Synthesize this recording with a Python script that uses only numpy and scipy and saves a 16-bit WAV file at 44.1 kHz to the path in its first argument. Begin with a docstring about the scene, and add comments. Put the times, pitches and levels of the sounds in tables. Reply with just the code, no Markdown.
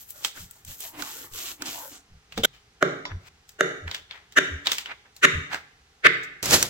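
"""Palms hiss and pat over a roll of dough on a wooden kitchen table; nails and bracelets tick on the wood.
A knife is picked up and cuts five pieces: each impact excites the modes of blade and table and the
kitchen's reverberation, a short low hum follows most strokes, and the blade scrapes free by friction.
At the end a plastic bag is snatched up and its film crumples. Two close microphones pick up the sound."""
import sys
import numpy as np
from scipy import signal
from scipy.fft import rfft, irfft, next_fast_len
from scipy.io import wavfile

SR = 44100
rng = np.random.default_rng(int(sys.argv[2]) if len(sys.argv) > 2 else 0)


def unload_wav(signal):
    """Save mono or channel-first audio to the path in sys.argv[1] as 16-bit WAV at rate SR, clipped to [-1, 1]."""
    wavfile.write(
        sys.argv[1],
        SR,
        np.round(np.clip(np.atleast_2d(signal).T, -1, 1) * 32767).astype(np.int16),
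    )


N = 295029
T = np.arange(N) / SR
SHORT = np.arange(8192) / SR  # time axis of one brief event


# modes of the table, and upper modes of the blade on the wood: f/Hz, bandwidth/Hz, level/dB
TABLE_MODES = [(160.6, 42, 3), (304.7, 41, -1), (391.8, 105, 1), (461, 57, -2), (576.5, 68, 0)]
BLADE_MODES = [(2757, 290, -12), (3600, 120, -12), (5785, 330, -19), (6430, 1000, -18.5)]
# knife strokes: t/s, grinding level/dB, table gain/dB, favoured table f/Hz, upper mode gain/dB,
# crack gain/dB, left minus right/dB, room feed/dB
CUTS = [(2.8264, -30.5, -1.5, 560, -17, -24.5, -1, -3.5), (3.6085, -31, -5, 492, -13.5, -20, 0, -2.5),
        (4.3872, -10.5, -13, 348, -11.5, -22, 1.5, -6), (5.2525, -8.5, -15, 332, -11.5, -20.5, 1.5, -6),
        (6.0705, -6.5, -15.5, 410, -34, -36, .5, -7)]

def cuts(knock_db=-9.2, crunch_s=0.0028, crunch_db=-20, favour_octaves=0.67):
    """Modal excitation: the edge grinds through dough, then hits wood. 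Returns direct sound, room feed."""
    direct, feed = np.zeros((2, 2, N))
    for piece, (s, grind_db, body_db, body_hz, upper_db, crack_db, pan_db, room_db) in enumerate(CUTS):
        # with each piece the edge grinds longer and its resonance rises and broadens
        grind_s = .0155 + piece * .0022
        edge_hz, width_hz = 1488 + piece * 50, 416 + piece * 78
        lead = 2 * grind_s
        t = SHORT - lead
        grind = grit(len(t)) * (t < 0) / (1 + np.exp(-(t + 0.87 * grind_s) / (0.16 * grind_s)))
        # one clean blow with a brief crunch behind it
        blow = microphones(signal.unit_impulse(len(t), int(lead * SR)))
        knock = blow + amp(crunch_db) * grit(len(t)) * (t >= 0) * np.exp(-np.abs(t) / crunch_s)
        # the point of impact favours some of the table's modes
        body = [(f, w, db - 6 * abs(np.log2(f / body_hz)) / favour_octaves) for f, w, db in TABLE_MODES]
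        sound = 0
        for force, db, seconds in ((grind, grind_db, 0.68 * grind_s), (knock, knock_db, .003)):
            edge = signal.lfilter(*signal.butter(4, 1150, "high", fs=SR), force)
            blade = set_energy(resonate(edge, [(edge_hz, width_hz, 0)]), db, seconds)
            table = set_energy(resonate(force, body), db + body_db, seconds)
            upper = set_energy(resonate(force, BLADE_MODES), db + upper_db, seconds)
            broadband = colour(force, [(6500, -7), (10000, -6), (16000, -16)])
            crack = set_energy(broadband, db + crack_db, seconds)
            sound = sound + (blade + upper + crack) * pan(pan_db) + table
        add(direct, s - lead, sound)
        add(feed, s - lead, sound * amp(room_db))
    return direct, feed


# friction spectra of skin on dough and of dough on wood: f/Hz, level/dB
SKIN = [(800, -12), (1800, -6), (3000, 2.5), (4800, -0.5), (7400, 4), (8500, -0.5), (10000, -14),
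        (13000, -42)]
DOUGH = [(100, -8.5), (200, -20), (280, 1), (430, -5), (850, -2.5), (1400, -1.5), (2000, -12.5),
         (4000, -30)]
# spectrum of a thin, very high hiss that accompanies each palm stroke: f/Hz, level/dB
HIGH_HISS = [(7000, -23), (9500, -13.5), (11700, 1), (15500, -2)]
# palm strokes, in relative levels: t/s, duration/s, skin level/dB, skin fade/(dB/s),
# high hiss level/dB, rubbing level/dB
STROKES = [(0.0, 0.03, -52, 0, -48.5, -67), (0.092, 0.025, -53, 0, -46.5, -79),
           (0.162, 0.12, -53, -8, -53.5, -54.5), (0.363, 0.081, -47.5, 17, -50, -63.5),
           (0.505, 0.099, -60, 0, -62.5, -65), (0.68, 0.07, -44, 78, -46, -56.5),
           (0.802, 0.083, -45.5, -2, -42, -55.5), (0.994, .26, -43.5, 18, -45.5, -46),
           (1.338, 0.18, -43, -10, -42.5, -52.5), (1.663, 0.22, -38, 64, -44, -48),
           (1.909, 0.069, -50, -7, -64, -54)]

def rolling(arch_db=2.5, firm_db=-45.5, firmness=0.72, waver_db=1.6, shift_db=4):
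    """Friction noise: skin slides over dough, the roll rubs on wood. A thin high hiss goes with them."""
    skin_gain, high_gain, rub_gain = np.zeros((3, N))
    for s, length_s, skin_db, fade_db, high_db, rub_db in STROKES:
        arch = np.sin(np.pi * np.clip((T - s) / length_s, 0, 1)) - .5  # pressure peaks mid-stroke
        stroke = envelope(T - s, rise_s=0.014, hold_s=length_s, fall_s=0.026) * amp(arch_db * arch)
        skin_gain += stroke * amp(skin_db - fade_db * np.clip(T - s, 0, length_s))
        high_gain += stroke * amp(high_db)
        rub_gain += stroke * amp(rub_db)
    hiss = unit(colour(grit(N, rough_db=3), SKIN))
    # a light touch only whispers in the treble; firmer contact fills in the middle, and the grip wavers
    middle = signal.filtfilt(*signal.butter(2, 5000, fs=SR), hiss)
    grip = amp(waver_db * wander(rate_hz=30))
    fill = (skin_gain / amp(firm_db)) ** firmness * grip
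    skin = (hiss - middle + middle * fill) * skin_gain
    high_hiss = unit(colour(grit(N, rough_db=-2.5), HIGH_HISS)) * high_gain
    friction, rub = grit(N, rough_db=4.5), 0
    for hz in np.geomspace(140, 1800, 12):  # the shifting contact patch reweights the resonances
        rub = rub + resonate(friction, [(hz, hz / 4, 0)]) * amp(shift_db * wander(rate_hz=14))
    rub = unit(colour(rub, DOUGH)) * rub_gain
    return amp(2.5) * skin + amp(3) * high_hiss + rub


# spectrum of dough under a palm: f/Hz, level/dB
THUD = [(50, -10), (120, -6.5), (200, -10.5), (290, 7.5), (430, -12), (850, -4), (1500, -11), (2500, -9),
        (6000, -26)]
# presses of the palms: t/s, level/dB
PATS = [(.37, -52.5), (.695, -58), (.95, -43), (1.0, -34.5), (1.5, -51), (1.618, -39), (1.676, -39),
        (1.92, -49)]

def pats():
    """Inelastic impact: each press squashes the dough with a soft thud."""
    force = sum(amp(db) * envelope(T - s, rise_s=0.013, hold_s=0, fall_s=0.036) for s, db in PATS)
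    return unit(colour(grit(N, rough_db=1.5), THUD)) * force


# ticks of nails and beads: t/s, relative level/dB, f/Hz, left minus right/dB, treble/dB
NAILS = [(.105, -21.5, 6630, 1, 19), (.248, -7.5, 3150, -3.5, -7), (.51, -26.5, 6740, 2, 16),
         (0.649, -29, 7440, 0, 9), (.805, -20, 7220, -14, 17), (1.022, -16, 1520, -11, -1.5),
         (1.621, -16.5, 1580, -4, -1.5)]

def nails():
    """Hard impact: nails and bracelet beads touch the wood so briefly that the spectrum is broad."""
    out = np.zeros((2, N))
    for s, db, hz, pan_db, treble_db in NAILS:
        add(out, s, tick(db, hz, treble_db, bass_db=-21.5) * pan(pan_db))
    return out


# taps of the blade: t/s, relative level/dB, f/Hz, left minus right/dB, treble/dB
TAPS = [(2.323, -29, 2840, -1.5, -12), (2.377, -16, 3620, 1, -9), (3.492, -33, 5400, 4, 4),
        (3.878, -20, 1780, -1.5, -21), (3.913, -18.5, 3500, 1.5, -15), (3.946, -16.5, 3400, 2, -12.5),
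        (4.11, -22.5, 3440, 10.5, -25.5), (4.323, -35.5, 3430, 1, -6), (4.659, -19.5, 3650, -3, -7),
        (4.67, -5.5, 3640, 1, -16), (4.718, -6.5, 3550, -1, -3.5), (4.783, -14.5, 3000, 1, -4.5),
        (4.859, -21, 2880, 1, -22.5), (5.165, -32.5, 4220, 2.5, 2.5), (5.544, -14.5, 1670, 0, -18)]

def blade_taps(slide_db=-18.5, lag_s=0.0044, rise_s=0.0096, fall_s=0.028):
    """Impact, then sliding friction: the blade taps the wood and slides on a little."""
    out = np.zeros((2, N))
    for s, db, hz, pan_db, treble_db in TAPS:
        add(out, s, tick(db, hz, treble_db, bass_db=-17.5) * pan(pan_db))
        add(out, *drag(s + lag_s, rise_s, fall_s, db + slide_db, .9 * hz, treble_db))
    return out


# modes of the free blade: f/Hz, relative level/dB, T60/s
FREE_BLADE = [(1000, 4.5, 0.15), (2600, -6, .08), (3560, -1.5, 0.23), (3950, -1, 0.075), (4662, -15, 0.25),
              (4700, -5, .14), (5500, -2.5, 0.14), (5790, -16.5, 0.44), (6794, -13, 0.14)]

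def blade_ring(s=3.053, ring_db=-37, chatter_rad=0.68, chatter_hz=220):
    """Free vibration: one tap leaves the blade ringing; chatter against the wood modulates its phase."""
    out = np.zeros((2, N))
    add(out, s, tick(-18.5, hz=1990, treble_db=-29.5, bass_db=-10.5) * pan(-1))
    for hz, db, t60 in FREE_BLADE:
        phase = 2 * np.pi * (hz * SHORT + rng.random((2, 1)))
        noise = rng.standard_normal(phase.shape)
        chatter = unit(signal.lfilter(*signal.butter(2, chatter_hz, fs=SR), noise))
        add(out, s, amp(ring_db + db) * np.sin(phase + chatter_rad * chatter) * decay(SHORT, t60))
    return out


# drags over the wood: peak t/s, rise/s, fall/s, level/dB, f/Hz, treble/dB, left minus right/dB
SCRAPES = [(.252, 0.011, 0.027, -28.5, 3080, 0.5, 2), (.375, .014, 0.022, -42, 1500, -23, 5),
           (2.549, 0.017, 0.04, -52.5, 2990, -13, 4), (3.118, 0.021, .01, -39.5, 1580, -41.5, 3),
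           (3.284, .027, 0.0031, -45.5, 2160, -10, 3), (4.146, 0.0093, 0.052, -44.5, 1820, -25.5, 3),
           (4.916, .023, 0.013, -33, 2080, -34.5, -0.5), (5.059, .011, 0.014, -52, 1570, -35.5, 0),
           (5.532, .012, 0.022, -26, 1600, -19, -0.5), (6.236, 0.0043, 0.012, -40.5, 7200, -2, 0)]

def scrapes():
    """Sliding friction: blade and fingers drag over the wood."""
    out = np.zeros((2, N))
    for s, rise_s, fall_s, db, hz, treble_db, pan_db in SCRAPES:
        start, sound = drag(s, rise_s, fall_s, db, hz, treble_db)
        add(out, start, sound * pan(pan_db))
    return out


# modes of the handle's bump on the table: f/Hz, bandwidth/Hz, level/dB
BUMP_MODES = [(244, 156, 6.5), (417, 100, 5.5), (682, 160, -2.5), (1055, 370, -23.5)]
# spectrum of the rasping edge: f/Hz, level/dB
RASP = [(88, -28.5), (150, -21), (466, -1), (1170, -23), (1480, -3), (1870, -20), (2180, -2), (2450, -19.5),
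        (3220, -0.5), (3700, -4), (4240, -23), (7180, -14.5), (8730, -28.5), (12200, -20.5), (16000, -26)]
# catches of the edge: t/s, duration/s, level/dB
CATCHES = [(2.436, 0.0057, -16.5), (2.447, 0.0077, -12.5)]

def knife_pickup(bump_s=2.376, bump_db=-24, bump_fall_s=0.02):
    """Impact and friction: the handle bumps the table, then the edge catches twice as it is drawn off."""
    catches = sum(amp(db) * envelope(T - s, rise_s=0.0011, hold_s=length_s, fall_s=0.0013)
                  for s, length_s, db in CATCHES)
    out = unit(colour(grit(N), RASP)) * catches
    bump = resonate(grit(len(SHORT)) * np.exp(-SHORT / bump_fall_s), BUMP_MODES)
    add(out, bump_s, set_energy(bump, bump_db, bump_fall_s / 2))
    return out


# spectrum of crumpling plastic film: f/Hz, level/dB
FILM = [(29, -21), (50, -1), (119, 3.5), (203, -3.5), (428, -3), (545, -4), (842, -8), (1500, -8),
        (1780, -8), (7390, -8), (9410, -19.5), (11400, -13.5), (16000, -22)]
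# single creases snapping: t/s, relative level/dB
SNAPS = [(6.428, -16.5), (6.457, -13), (6.509, -6.5), (6.627, -2)]

def bag(grab_s=6.43, lift_s=6.542):
    """Buckling: thin film creases in a dense rush while held, and hardest as it is lifted."""
    held = amp(-27.5) * envelope(T - grab_s, rise_s=0.0017, hold_s=.21, fall_s=0.042)
    lifted = amp(-9.5) * envelope(T - lift_s, rise_s=0.015, hold_s=0, fall_s=0.015)
    out = unit(colour(grit(N, rough_db=1.5), FILM)) * (held + lifted) * pan(-0.18)
    for s, db in SNAPS:
        add(out, s, tick(db, hz=5970, treble_db=3.5, bass_db=-6.5) * pan(-5))
    return out


# hums of the table: peak t/s, final f/Hz, level/dB, rumble gain/dB
HUMS = [(0.433, 76.3, -50.5, 2.5), (.695, 77, -48, -0.5), (1.346, 81.6, -54, 2.5), (2.151, 59.3, -51, -1),
        (2.401, 107.5, -48, 8), (3.15, 86.3, -29.5, -10), (3.863, 82.2, -33.5, -12),
        (4.544, 75.5, -29.5, -17), (5.374, 81.1, -26.5, -9.5)]

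def table_hums(sag=.3, half_width_s=0.033):
    """Flexural vibration: shifting weight swings the table top over a rumble; the pitch drops, settles."""
    out = np.zeros((2, N))
    t = np.arange(SR // 2) / SR - 3 * half_width_s
    for s, hz, db, rumble_db in HUMS:
        pitch_hz = hz * (1 + sag * (1 - np.tanh(2 * t / half_width_s + 2)))
        swing = np.exp(-(t / half_width_s) ** 2) * np.sin(2 * np.pi * np.cumsum(pitch_hz) / SR)
        rumble = unit(colour(grit(len(t)), [(20, 3), (60, -1.5), (160, -2), (300, -26.5), (900, -61)]))
        rumble *= amp(rumble_db) * np.exp(-(t / (1.3 * half_width_s)) ** 2)
        add(out, s + t[0], amp(db) * (swing + rumble))
    return out


# spectrum of the kitchen's reverberation: f/Hz, level/dB
KITCHEN = [(60, -5.5), (140, 9.5), (210, 2), (420, 2.5), (650, -4), (830, 2), (1100, -2.5), (1500, -4.5),
           (2100, 1), (2650, -3.5), (3600, 1.5), (4600, -2.5), (5600, -2.5), (8000, -4.5), (10000, -8)]

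def kitchen(x, build_s=0.0068, t60_s=0.65, treble_t60_s=0.56):
    """Reverberation: cupboards and tiles build a diffuse field whose treble dies first."""
    t = np.arange(SR) / SR
    reflections = grit(len(t), wide_hz=621) * (1 - np.exp(-t / build_s))
    low = signal.filtfilt(*signal.butter(2, 3000, fs=SR), reflections)
    tail = low * decay(t, t60_s) + (reflections - low) * decay(t, treble_t60_s)
    response = colour(set_energy(tail, 0, 1 / SR), KITCHEN)
    return signal.fftconvolve(x, response, axes=-1)[:, :N]


# spectrum of the still kitchen: f/Hz, level/dB
AMBIENT = [(15, -54), (25, -13.5), (64, -4.5), (157, -14), (317, -21), (354, -22.5), (416, -14),
           (591, -26.5), (796, -15.5), (887, -23), (1330, -21), (1560, -21.5), (6210, -27.5), (8140, -35.5),
           (16000, -48.5)]

def room_tone(db=-60.5):
    """Ambient noise: a faint, steady floor, strongest in the bass."""
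    return amp(db) * unit(colour(grit(N), AMBIENT))


def tick(db, hz, treble_db, bass_db, decay_s=0.0031):
    """Impact transient: a fast-decaying burst excites a hard contact."""
    burst = grit(len(SHORT)) * np.exp(-SHORT / decay_s)
    return set_energy(contact(burst, hz, treble_db, bass_db), db - 10, 0.005)


def drag(s, rise_s, fall_s, db, hz, treble_db):
    """Roughness noise that swells until time s and dies away. Returns its start and its sound."""
    lead = min(3 * rise_s, s)
    t = np.arange(SR // 3) / SR - lead
    rasp = unit(contact(grit(len(t), rough_db=3), hz, treble_db, bass_db=-11, ring_db=-5))
    return s - lead, amp(db) * rasp * envelope(t, rise_s, 0, fall_s)


def contact(x, hz, treble_db, bass_db, ring_db=4):
    """Contact resonance: a short ring on a broad hump between a bass and a treble shelf."""
    hump_hz = min(hz, 7000)
    outline = [(60, bass_db - 22), (300, bass_db), (hump_hz / 2, -3), (hump_hz, 0),
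               (8000, treble_db - 1.5), (9800, treble_db - 15.5), (15000, treble_db - 8)]
    return colour(x, outline) + resonate(x, [(hz, 380, ring_db)])


def grit(n, rough_db=0, wide_hz=1100):
    """Noise with grains of uneven size; the channels decorrelate above wide_hz."""
    mid, side = rng.standard_normal((2, n))
    side = signal.lfilter(*signal.butter(2, wide_hz, "high", fs=SR), side)
    sizes = amp(rough_db * np.minimum(rng.exponential(size=n // 16 + 1), 4))
    stereo = microphones(mid) + 0.99 * np.array([side, -side])
    return unit(stereo * np.repeat(sizes, 16)[:n])


def microphones(x, most_rad=0.81, corner_hz=820):
    """Phase lag of the left microphone: a short delay in the bass, a bounded offset in the treble."""
    n = 2 * next_fast_len(len(x) // 2 + 1)
    lag = np.exp(-1j * most_rad * np.tanh(np.fft.rfftfreq(n, 1 / SR) / corner_hz))
    return np.array([irfft(rfft(x, n) * lag)[:len(x)], x])


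def resonate(x, modes):
    """Superposition of modes (f/Hz, bandwidth/Hz, level/dB), each filtered twice for steep skirts."""
    out = 0
    for hz, width, db in modes:
        b, a = signal.iirpeak(hz, hz / (1.396 * width), fs=SR)
        out = out + amp(db) * signal.lfilter(b, a, signal.lfilter(b, a, x))
    return out


def colour(x, points, size=4096):
    """Minimum-phase filter with an outline of (f/Hz, level/dB)."""
    hz, db = np.transpose(points)
    f = np.fft.rfftfreq(size, 1 / SR) + 1
    cepstrum = irfft(np.log(amp(np.interp(np.log(f), np.log(hz), db))))
    cepstrum[1:size // 2] *= 2
    cepstrum[size // 2 + 1:] = 0
    response = irfft(np.exp(rfft(cepstrum)))
    return signal.oaconvolve(x, response[None], axes=-1)[:, :x.shape[-1]]


def envelope(t, rise_s, hold_s, fall_s):
    """Exponential attack up to t = 0, hold, exponential release."""
    return np.exp(np.minimum(np.minimum(t / rise_s, (hold_s - t) / fall_s), 0))


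def decay(t, t60_s):
    """Exponential damping by 60 dB in t60_s."""
    return np.exp(-np.log(1000) * t / t60_s)


def wander(rate_hz):
    """Slow random modulation."""
    return np.interp(T * rate_hz, np.arange(512), rng.standard_normal(512))


def set_energy(sound, db, seconds):
    """Give both channels the energy of a burst of this level and length."""
    return amp(db) * sound * np.sqrt(seconds * SR / np.sum(sound ** 2, axis=-1, keepdims=True))


def amp(db):
    """Decibels to gain."""
    return 10 ** (np.asarray(db) / 20)


def unit(x):
    """Scale to rms 1."""
    return x / np.sqrt(np.mean(x ** 2) + 1e-20)


def pan(db):
    """Constant-power gains for a left minus right level difference."""
    return unit(amp([[db / 2], [-db / 2]]))


def add(out, s, sound):
    """Mix a sound in at time s."""
    i = max(int(s * SR), 0)
    out[:, i:i + sound.shape[-1]] += sound[:, :max(N - i, 0)]


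def scene():
    """Superposition: direct sound of hands, knife and bag, the reverberation and the ambient noise."""
    knife, feed = cuts()
    small_sounds = nails() + blade_taps() + blade_ring() + scrapes() + table_hums()
    direct = knife + rolling() + pats() + small_sounds + knife_pickup() + bag()
    return direct + kitchen(feed + amp(-16) * small_sounds) + room_tone()


# difference between the microphones' responses: f/Hz, left minus right/dB
MISMATCH = [(650, -0.5), (1400, -2.5), (2200, 0.5), (4200, -2), (8000, -0.5), (13000, 4.5)]

def record(dry, top_hz=15900):
    """Transduction: each microphone colours the sound above the bass, overloads clip, the top is cut."""
    difference = [(200, 0)] + MISMATCH
    left = colour(dry[[0]], [(hz, db / 2) for hz, db in difference])
    right = colour(dry[[1]], [(hz, -db / 2) for hz, db in difference])
    clipped = np.clip(np.vstack([left, right]), -1, 1)
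    return signal.sosfilt(signal.ellip(8, .2, 70, top_hz, fs=SR, output="sos"), clipped)


dry = scene()
out = record(dry)
unload_wav(out)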